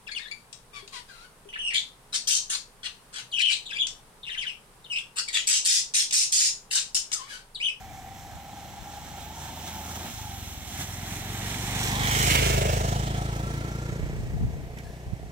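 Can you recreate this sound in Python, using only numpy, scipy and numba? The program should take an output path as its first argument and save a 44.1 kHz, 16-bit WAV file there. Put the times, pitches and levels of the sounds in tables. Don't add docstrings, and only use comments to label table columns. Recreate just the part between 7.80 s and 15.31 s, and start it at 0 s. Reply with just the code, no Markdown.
import sys
import numpy as np
from scipy import signal
from scipy.io import wavfile
from scipy.ndimage import uniform_filter1d, map_coordinates
from numba import njit

SR = 44100
rng = np.random.default_rng(int(sys.argv[2]) if len(sys.argv) > 2 else 0)


def pcm_store(signal):
    levels = np.round(np.clip(np.atleast_2d(signal), -1, 1) * 32767)
    wavfile.write(sys.argv[1], SR, levels.astype(np.int16).T)


def to_linear_factor(level_db):
    exponent = np.asarray(level_db, float) / 20
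    return 10 ** exponent


N = 331411
KERB_M = 3.01

FACING_HZ = {"fins": (2070, 2100, 2280, 2180, 1950, 1990, 2010),
             "cover": (3400, 3300, 2820, 2670, 3160, 3140, 3100),
             "puff": (750, 765, 654, 595, 748, 626, 694), "case": (772, 1070, 970, 890, 830, 860, 840)}


def level(x, db):
    return x * to_linear_factor(db) / np.sqrt(np.mean(x ** 2))


def seconds():
    return np.arange(N) / SR


def curves(table):
    t_s, *columns = np.transpose(table)
    return [np.interp(seconds(), t_s, c) for c in columns]


@njit
def svf(x, hz, width):
    y, b, l = np.empty(len(x)), 0., 0.
    for i in range(len(x)):
        g, k = np.tan(np.pi * hz[i] / SR), width / hz[i]
        v = (b + g * (x[i] - l)) / (1 + g * (g + k))
        b, l, y[i] = 2 * v - b, l + 2 * g * v, k * v
    return y


def band(x, hz, width_hz):
    return svf(x, hz + np.zeros(N), 1. * width_hz)


def band_twice(x, hz, width_1_hz, width_2_hz):
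    return band(band(x, hz, width_1_hz), hz, width_2_hz)


def ring(x, modes):
    return level(sum(to_linear_factor(db) * band(x, hz, w) for hz, w, db in modes), 0)


def late(x, samples):
    return map_coordinates(x, [np.arange(N) - samples], order=3, mode="nearest")


def noise():
    return rng.standard_normal(N)


def walk(rate_hz):
    k = int(SR / rate_hz)
    held = np.repeat(rng.standard_normal(N // k + 1), k)
    return 0.99 * uniform_filter1d(uniform_filter1d(held, k), k)[:N]


def road():
    speed_m_s, passes_s = 7.76, 4.54
    along_m = speed_m_s * (seconds() - passes_s)
    return np.hypot(along_m, KERB_M), np.degrees(np.arctan2(along_m, KERB_M))


def facing(values):
    aspects_deg = (-69, -41, 3.5, 41.5, 63.5, 77.5, 79.5)
    return np.interp(road()[1], aspects_deg, values)


def low_gear(start, top, clutch, bite=None):
    shift_s = (2.26, 2.35, 2.88, 3.0)
    bite = clutch if bite is None else bite
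    return np.interp(seconds(), (0, *shift_s), (start, top, clutch, bite, 0))


def share_db(part):
    facing_db = {2: (-38, -35, -31, -29, -27.5, -27, -28), 3: (-41, -39, -32, -29, -32, -33, -42),
                 4: (-33, -34, -33, -29, -28, -27, -31), 5: (-33, -33, -32, -29, -27, -26.5, -34),
                 "rasp": (-31, -29, -26.5, -31, -36, -39, -48),
                 "clatter": (-15, -22, -10, -6.5, -9, -3, -9), "grit": (-13, -19, -19, -17, -21, -16, -11),
                 "fins": (-16, -13, -9, -10, -14, -3, 1.5), "bark": (-43, -38, -29, -25.5, -33, -27, -31),
                 "puff": (-37, -33, -35, -27.5, -33, -37, -35), "hum": (-47, -39, -47, -54, -55, -55, -55),
                 "case": (-41, -36, -44, -42, -51, -55, -46), "whine": (-60, -56, -53, -50, -43, -37, -37)}
    low_gear_db = {2: (-4, -1, 7, -7), 3: (7.5, 8.5, 10, 7.5), 4: (-1, -11, 4.5, -2),
                   5: (-5.5, -7, -2, -4.5), "rasp": (-2.5, 4, 1, -1.5), "clatter": (8, 5, 2.5, -1),
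                   "grit": (6.9, 1.6, 1.3, 1.2), "fins": (12, -20, -44, -48), "bark": (6, 14.5, -9, -11),
                   "puff": (7.5, 7.5, 4.5, -2), "hum": (21.4, 12.6, 10.4, 3.7), "case": (4, 6.5, -6, 2),
                   "whine": (-7, -12, -7, -7)}
    return facing(facing_db[part]) + low_gear(*low_gear_db[part])


def heard_db(part):
    return share_db(part) - 20 * np.log10(road()[0] / KERB_M)


def crank(hz):
    return .56 + np.cumsum(hz) / SR


def exhaust(turns, behind):
    # [multiple, neighbour, front level/dB, rear level/dB re it]
    overtones = [(1, 2, -13, -13), (6, 5, -8, -6), (7, 5, -8, -11), (8, 5, -8, -18), (9, 5, -11, -21),
                 (10, 5, -14, -17), (11, 5, -18, -15), (12, 5, -19, -15)]
    meeting = {2: (-.22, -.12, -.05, -.05, -.08, -.1, -.08), 3: (.83, .45, .3, .27, .15, .05, 0),
               4: (.08,) * 7}
    db = {k: heard_db(k) for k in range(2, 6)}
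    for k, near, front_db, rear_db in overtones:
        db[k] = db[near] + front_db + behind * (rear_db - front_db)
    db[7] = db[7] + low_gear(6, 2, 0)
    db[8] = db[8] + low_gear(4, 2, 0)

    delay, spread = low_gear(0, 0, -.35), low_gear(.11, .11, 0)
    skew = facing((.55, .55, .56, .55, .52, .51, .53)) + low_gear(.05, .05, -.24)
    meet = {k: facing(v) * (1 - low_gear(1.0, 0.92, 1)) for k, v in meeting.items()}
    note = 0
    for k in db:
        uneven_db = .8 * walk(12) + low_gear(3, 3, .5, .5) * walk(3)
        phase = k * (turns - delay) + skew + meet.get(k, 0) + spread * (k - 4) ** 2
        note = note + to_linear_factor(db[k] + uneven_db) * np.cos(2 * np.pi * phase)
    dip = 1 - .75 * np.exp(-((seconds() - 2.3) / .05) ** 2)

    flutter = ring(noise(), [(70.5, 13.0, -1.5), (120, 185, 0.43), (175, 90, 2)])
    flutter = flutter + to_linear_factor(-7.5 - 150 * behind) * ring(noise(), [(280, 140, 0)])
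    flutter_db = uniform_filter1d(db[4] + db[5], SR // 2) / 2
    flutter_db = flutter_db - 0.5 - 1.0 * behind + low_gear(4.8, 13.6, 0.34)
    return np.sqrt(2) * dip * note + to_linear_factor(flutter_db) * flutter


def tail_pipe(turns, behind):
    # [f/Hz, width/Hz, level/dB]
    pipe_modes = [(363, 100, 13), (424, 63, 13.5), (550, 16, 7.5)]
    firings = np.diff((turns + .17).astype(int), prepend=0)
    knocks = level(firings * to_linear_factor(1.5 * walk(30)), 0)
    puffs = np.exp(-(((turns + .5) % 1 - .51) / .15) ** 2)
    gate = facing((1.6, 1.3, .9, .6, .6, 1.2, 1.6)) + puffs
    gas = gate / np.sqrt(uniform_filter1d(gate ** 2, SR // 5)) * noise()

    calm = facing((1, 1, 1, .9, .7, .6, .85))
    struck = facing((.5, 0.45, 0.85, 1.5, 0.8, 0.95, 0.8)) * knocks + calm * gas
    bark = ring(band(band(struck, 447, 270), 566, 330), pipe_modes)
    blown = gas + 0.33 * behind * late(knocks, 0.00399 * SR)
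    puff = level(band_twice(blown, facing(FACING_HZ["puff"]), 126, 186), 0)
    return to_linear_factor(heard_db("bark") - 5.5) * bark + to_linear_factor(heard_db("puff") - 2.0) * puff


def running_gear(turns, metres, top):
    # [f/Hz, width/Hz, level/dB]
    casing_modes = [(1900, 46, 7.5), (2220, 440, 5.5), (3060, 1200, 2), (3150, 2700, 2.5),
                    (3980, 770, -6.5), (5820, 3700, 7), (7410, 800, -1.5)]
    cover_db = (-19.5, -14.5, -11.5, -14, -17.5, -33, -19)
    low_db, grit_db, fin_db = share_db("clatter"), share_db("grit"), share_db("fins")
    fin_hz, cover_hz = facing(FACING_HZ["fins"]), facing(FACING_HZ["cover"])
    hollow = facing((.7, .45, .2, .25, .35, .25, .2))
    shade = facing((0.11, 0.32, 0, 0.47, 0.59, 0.51, 0))
    cycle = np.cos(2 * np.pi * (turns - .02))
    valve = np.exp(-((turns - .62) % 1) / .14)
    beat = 1 + facing((0.03, 0.06, 0.12, .25, 0.3, 0.3, 0.15)) * cycle
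    beat = beat + facing((.25, .8, .25, .1, 0, 0, 0)) * valve
    strength = to_linear_factor(heard_db("rasp")) * level(beat, 0) * to_linear_factor(.6 * walk(16))
    far = np.clip(metres / 12, .15, 1)
    rattle = to_linear_factor(2.2 * np.array([walk(17) for _ in range(len(casing_modes) + 2)]))

    ways = []
    for way in range(3):
        bursts = np.minimum(rng.exponential(size=N // 20 + 1), 4).repeat(20)[:N]
        hits = noise() * to_linear_factor(1.6 * bursts)
        clatter = ring(band(hits, 1055, 700), [(930, 230, -1.0), (1390, 62, 1.0), (1790, 320, 6.0)])
        low = to_linear_factor(low_db) * rattle[-1] * clatter
        fins = to_linear_factor(fin_db) * level(band_twice(hits, fin_hz, 750, 1200), 0)
        fins = fins + to_linear_factor(facing(cover_db)) * level(band_twice(hits, cover_hz, 600, 1000), 0)
        modes = zip(rattle, casing_modes)
        casing = level(sum(r * to_linear_factor(db) * band(hits, hz, w) for r, (hz, w, db) in modes), 0)
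        grit = level(band(band(hits, 9670, 5600), 16400, 11400), 0)
        grit = to_linear_factor(grit_db) * rattle[-2] * grit
        grit = grit * (far if way == 0 else np.sqrt(1 + 1.3 * (1 - far ** 2)))
        high = casing + grit - 0.071 * band(casing, 2710, 170)
        high = high - hollow * (band(high, 4750, 750) + .5 * band(high, 10800, 1500))
        high = high - shade * band(high, 11900, 10400)
        ways.append(((strength + top) * (low + fins), (strength + .45 * top) * high))
    return ways


def gears(hz, turns):
    # [t/s, teeth met per firing, change level/dB]
    hum_track = [(0, 32.9, 0), (1.128, 32.9, 0), (1.137, 32.9, 6), (1.155, 32.9, -3), (1.175, 32.9, 6),
                 (1.19, 33, 0), (1.3, 33.6, 0), (1.39, 31.6, 3), (1.6, 34.7, 1), (1.82, 33.4, 0),
                 (2.02, 31.4, 1), (2.15, 31, -3), (2.33, 33, -9), (2.41, 34, 4), (2.57, 34, 6),
                 (2.63, 33.8, -8), (2.86, 35, -8), (2.9, 35, 6), (2.95, 38.5, 6), (3.02, 36, 0),
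                 (3.3, 33.2, 0), (7.51, 33.2, 0)]
    whine_order, whine_fades_s = 47.8, 5.9
    order, change_db = curves(hum_track)
    hum_hz, hum_db = order * hz, heard_db("hum") + change_db
    swell = 1 + .3 * np.cos(2 * np.pi * (turns - .2))

    teeth = np.sqrt(2) * np.sin(2 * np.pi * np.cumsum(hum_hz) / SR + 1.1 * walk(40))
    hum = .7 * teeth + level(band_twice(noise(), hum_hz, 60, 110), -3)
    case = level(band_twice(noise(), facing(FACING_HZ["case"]), 350, 340), 0)
    whine = np.sqrt(2) * np.sin(2 * np.pi * whine_order * turns + 2.2 * walk(50))
    whine = whine * to_linear_factor(2.5 * walk(25)) * swell ** 2
    whine_db = heard_db("whine") - 30 * np.clip((seconds() - whine_fades_s) / 0.5, 0, 1) ** 2
    return swell * (to_linear_factor(hum_db) * hum + to_linear_factor(heard_db("case")) * case + to_linear_factor(whine_db) * whine)


def jolts():
    # [t/s, peak level/dB, thud share/dB, length/s]
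    bumps = [(0.966, -52, 7, 0.0095), (1.14, -71, -7, 0.0091), (1.382, -51, -6, 0.021),
             (1.66, -43, -5, 0.05), (1.872, -38, 10, 0.014), (2.107, -43, -5, 0.0063),
             (2.151, -35, 9, 0.0093), (2.927, -44, 12, 0.052), (3.005, -32, 8.5, 0.025),
             (4.222, -41, 21, 0.011), (4.548, -19.5, -28, 0.0051), (5.363, -39, -3, 0.018),
             (5.87, -52, 28, 0.025), (6.98, -50, 22, 0.02)]
    t, top, thud = seconds(), 0, 0
    for t_s, db, thud_db, length_s in bumps:
        shape = np.exp(-((t - t_s - .008) / length_s) ** 2)
        top = top + to_linear_factor(db - 4.5) * shape
        thud = thud + to_linear_factor(db + thud_db - 14.5) * shape
    return top, thud


def clank():
    # [t/s, length/s, f/Hz, level/dB]
    panel = (7.035, 0.18, 1700, -61)
    # [t/s, level/dB, f/Hz]
    stones = [
        (6.974, -50, 5500),
        (6.987, -42, 3000),
        (6.988, -45, 6500),
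        (7.035, -49, 2100),
    ]
    t = seconds()
    start_s, length_s, panel_hz, panel_db = panel
    rattle = level(band_twice(noise(), panel_hz, 120, 200), panel_db)
    rattle = rattle + level(band(noise(), 4100, 6500), -59.0)
    out = rattle * (t > start_s) * np.exp(-((t - start_s) / length_s) ** 2)
    for t_s, db, hz in stones:
        decay = (t > t_s) * np.exp(-np.abs(t - t_s) / .0025)
        out = out + level(band(noise(), hz, hz / 3), db) * decay
    return out


def wind():
    breeze_db = (-51, -58.5)
    # [t/s, length/s, left level/dB, right level/dB]
    gusts = [(0.548, 0.018, -61, -39), (1.02, 0.017, -41, -60), (4.218, 0.03, -37, -55),
             (6.126, 0.0093, -54, -25), (6.232, 0.026, -41, -26), (6.41, 0.15, -34.5, -32),
             (6.55, .03, -27.5, -39), (6.637, 0.044, -23.5, -24), (6.768, 0.082, -34, -38),
             (6.928, 0.08, -81, -44), (7.075, 0.033, -39, -60), (7.28, 0.017, -35, -34),
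             (7.333, 0.012, -52, -24), (7.446, 0.044, -49, -37.5)]
    lulls_db = 3.5 * np.array([walk(5), walk(5)])
    t, strength = seconds(), to_linear_factor(np.array(breeze_db)[:, None] + lulls_db)
    for t_s, length_s, *db in gusts:
        strength = strength + to_linear_factor(np.array(db))[:, None] * np.exp(-((t - t_s) / length_s) ** 2)
    eddies = []
    for _ in range(2):
        rumble = band(band(band(noise(), 86, 176), 98, 220), 103, 240)
        eddy = ring(rumble, [(37.7, 8.6, 20.5), (73, 140, 2), (137, 39, -27)])
        eddies.append(eddy / np.sqrt(uniform_filter1d(eddy ** 2, SR // 15)))
    return strength * eddies


def hush():
    # [f/Hz, level/dB per Hz]
    spectrum = [(40, -33), (130, -44), (300, -16.5), (1200, -37), (2200, -20), (4300, -35), (7000, -26.5),
                (15500, -62)]
    out, swell, (freqs_hz, dbs) = 0, walk(0.41), np.transpose(spectrum)
    for hz in 45 * 2 ** np.arange(0, 8.6, .5):
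        mid, side = (band(noise(), hz, hz / 3) for _ in range(2))
        db = np.interp(np.log(hz), np.log(freqs_hz), dbs) + 0.89 * swell + 0.87 * walk(11)
        out = out + to_linear_factor(db) * (mid + min(hz / 3900.0, 1) * side * np.array([[1], [-1]]))
    return level(out, -57)


def ground(bass, metres, behind):
    notch_hz = 378 + 1210 / metres
    share = 0.74 * np.clip((metres - KERB_M) / 6.1, 0, 1) * (1 - behind)
    bass = bass - share * band(bass, notch_hz, 177)
    return bass - facing((0.049, 0.087, 0.18, 0.83, 0.52, 0, 0)) * band(bass, 274, 160)


def scene():
    # [t/s, f/Hz]
    firing = [(0.0, 23.12), (0.75, 24.56), (1.35, 24.72), (1.65, 26.45), (2.25, 27.92), (2.4, 26.12),
              (2.7, 19.7), (2.85, 19.7), (3.75, 24.09), (4.05, 24.38), (4.5, 26.78), (4.8, 25.82),
              (5.25, 27.11), (6.45, 29.61), (7.51, 30.78)]
    # [t/s, left port lag/samples]
    bearing = [(0, 3.8), (2.3, 5.96), (3.9, 7.1), (4.3, 15), (4.65, 23.3), (5, 17.3), (5.4, 12.8),
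               (6.4, 9.3), (7.51, 10.2)]
    (hz,), (lag,), metres = curves(firing), curves(bearing), road()[0]
    behind = .5 + .5 * np.tanh((seconds() - 4.5) / 0.28)
    turns = crank(hz)
    top, thud = jolts()
    bass = exhaust(turns, behind) + tail_pipe(turns, behind) + gears(hz, turns)
    bass = bass + thud * level(band(band(noise(), 170, 155), 164, 310), 0)
    bass = ground(bass, metres, behind)

    (low, direct), (low_left, high_left), (low_right, high_right) = running_gear(turns, metres, top)
    half, straight, scattered = lag / 2, .77, .64
    close = 1 - np.clip(metres / 12, .15, 1)
    direct = direct - close * band(direct, 8000, 10000)
    high_left = high_left + .45 * close * band(high_left, 8000, 10000)
    high_right = high_right + .45 * close * band(high_right, 8000, 10000)
    high_left = straight * late(direct, half - 3.0) + scattered * high_left
    high_left = high_left - 0.13 * band(high_left, 4600, 2200)
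    rasp_left = late(low, half) + 0.22 * low_left + high_left
    rasp_right = late(low + straight * direct, -half) + 0.32 * low_right + scattered * high_right
    left = to_linear_factor(0.45) * late(bass, half) + to_linear_factor(1.46) * rasp_left
    right = late(bass, -half) + to_linear_factor(5.0) * rasp_right
    return np.array([left, right]) + wind() + hush() + clank()


def band_limit(x):
    return signal.sosfilt(signal.butter(12, 15830, fs=SR, output="sos"), x)


def record(dry):
    x = signal.sosfilt(signal.butter(2, 24, "high", fs=SR, output="sos"), dry)
    x = signal.sosfilt(signal.ellip(16, .2, 90, 15790, fs=SR, output="sos"), x)
    return band_limit(x)


dry = scene()
out = record(dry)
pcm_store(out)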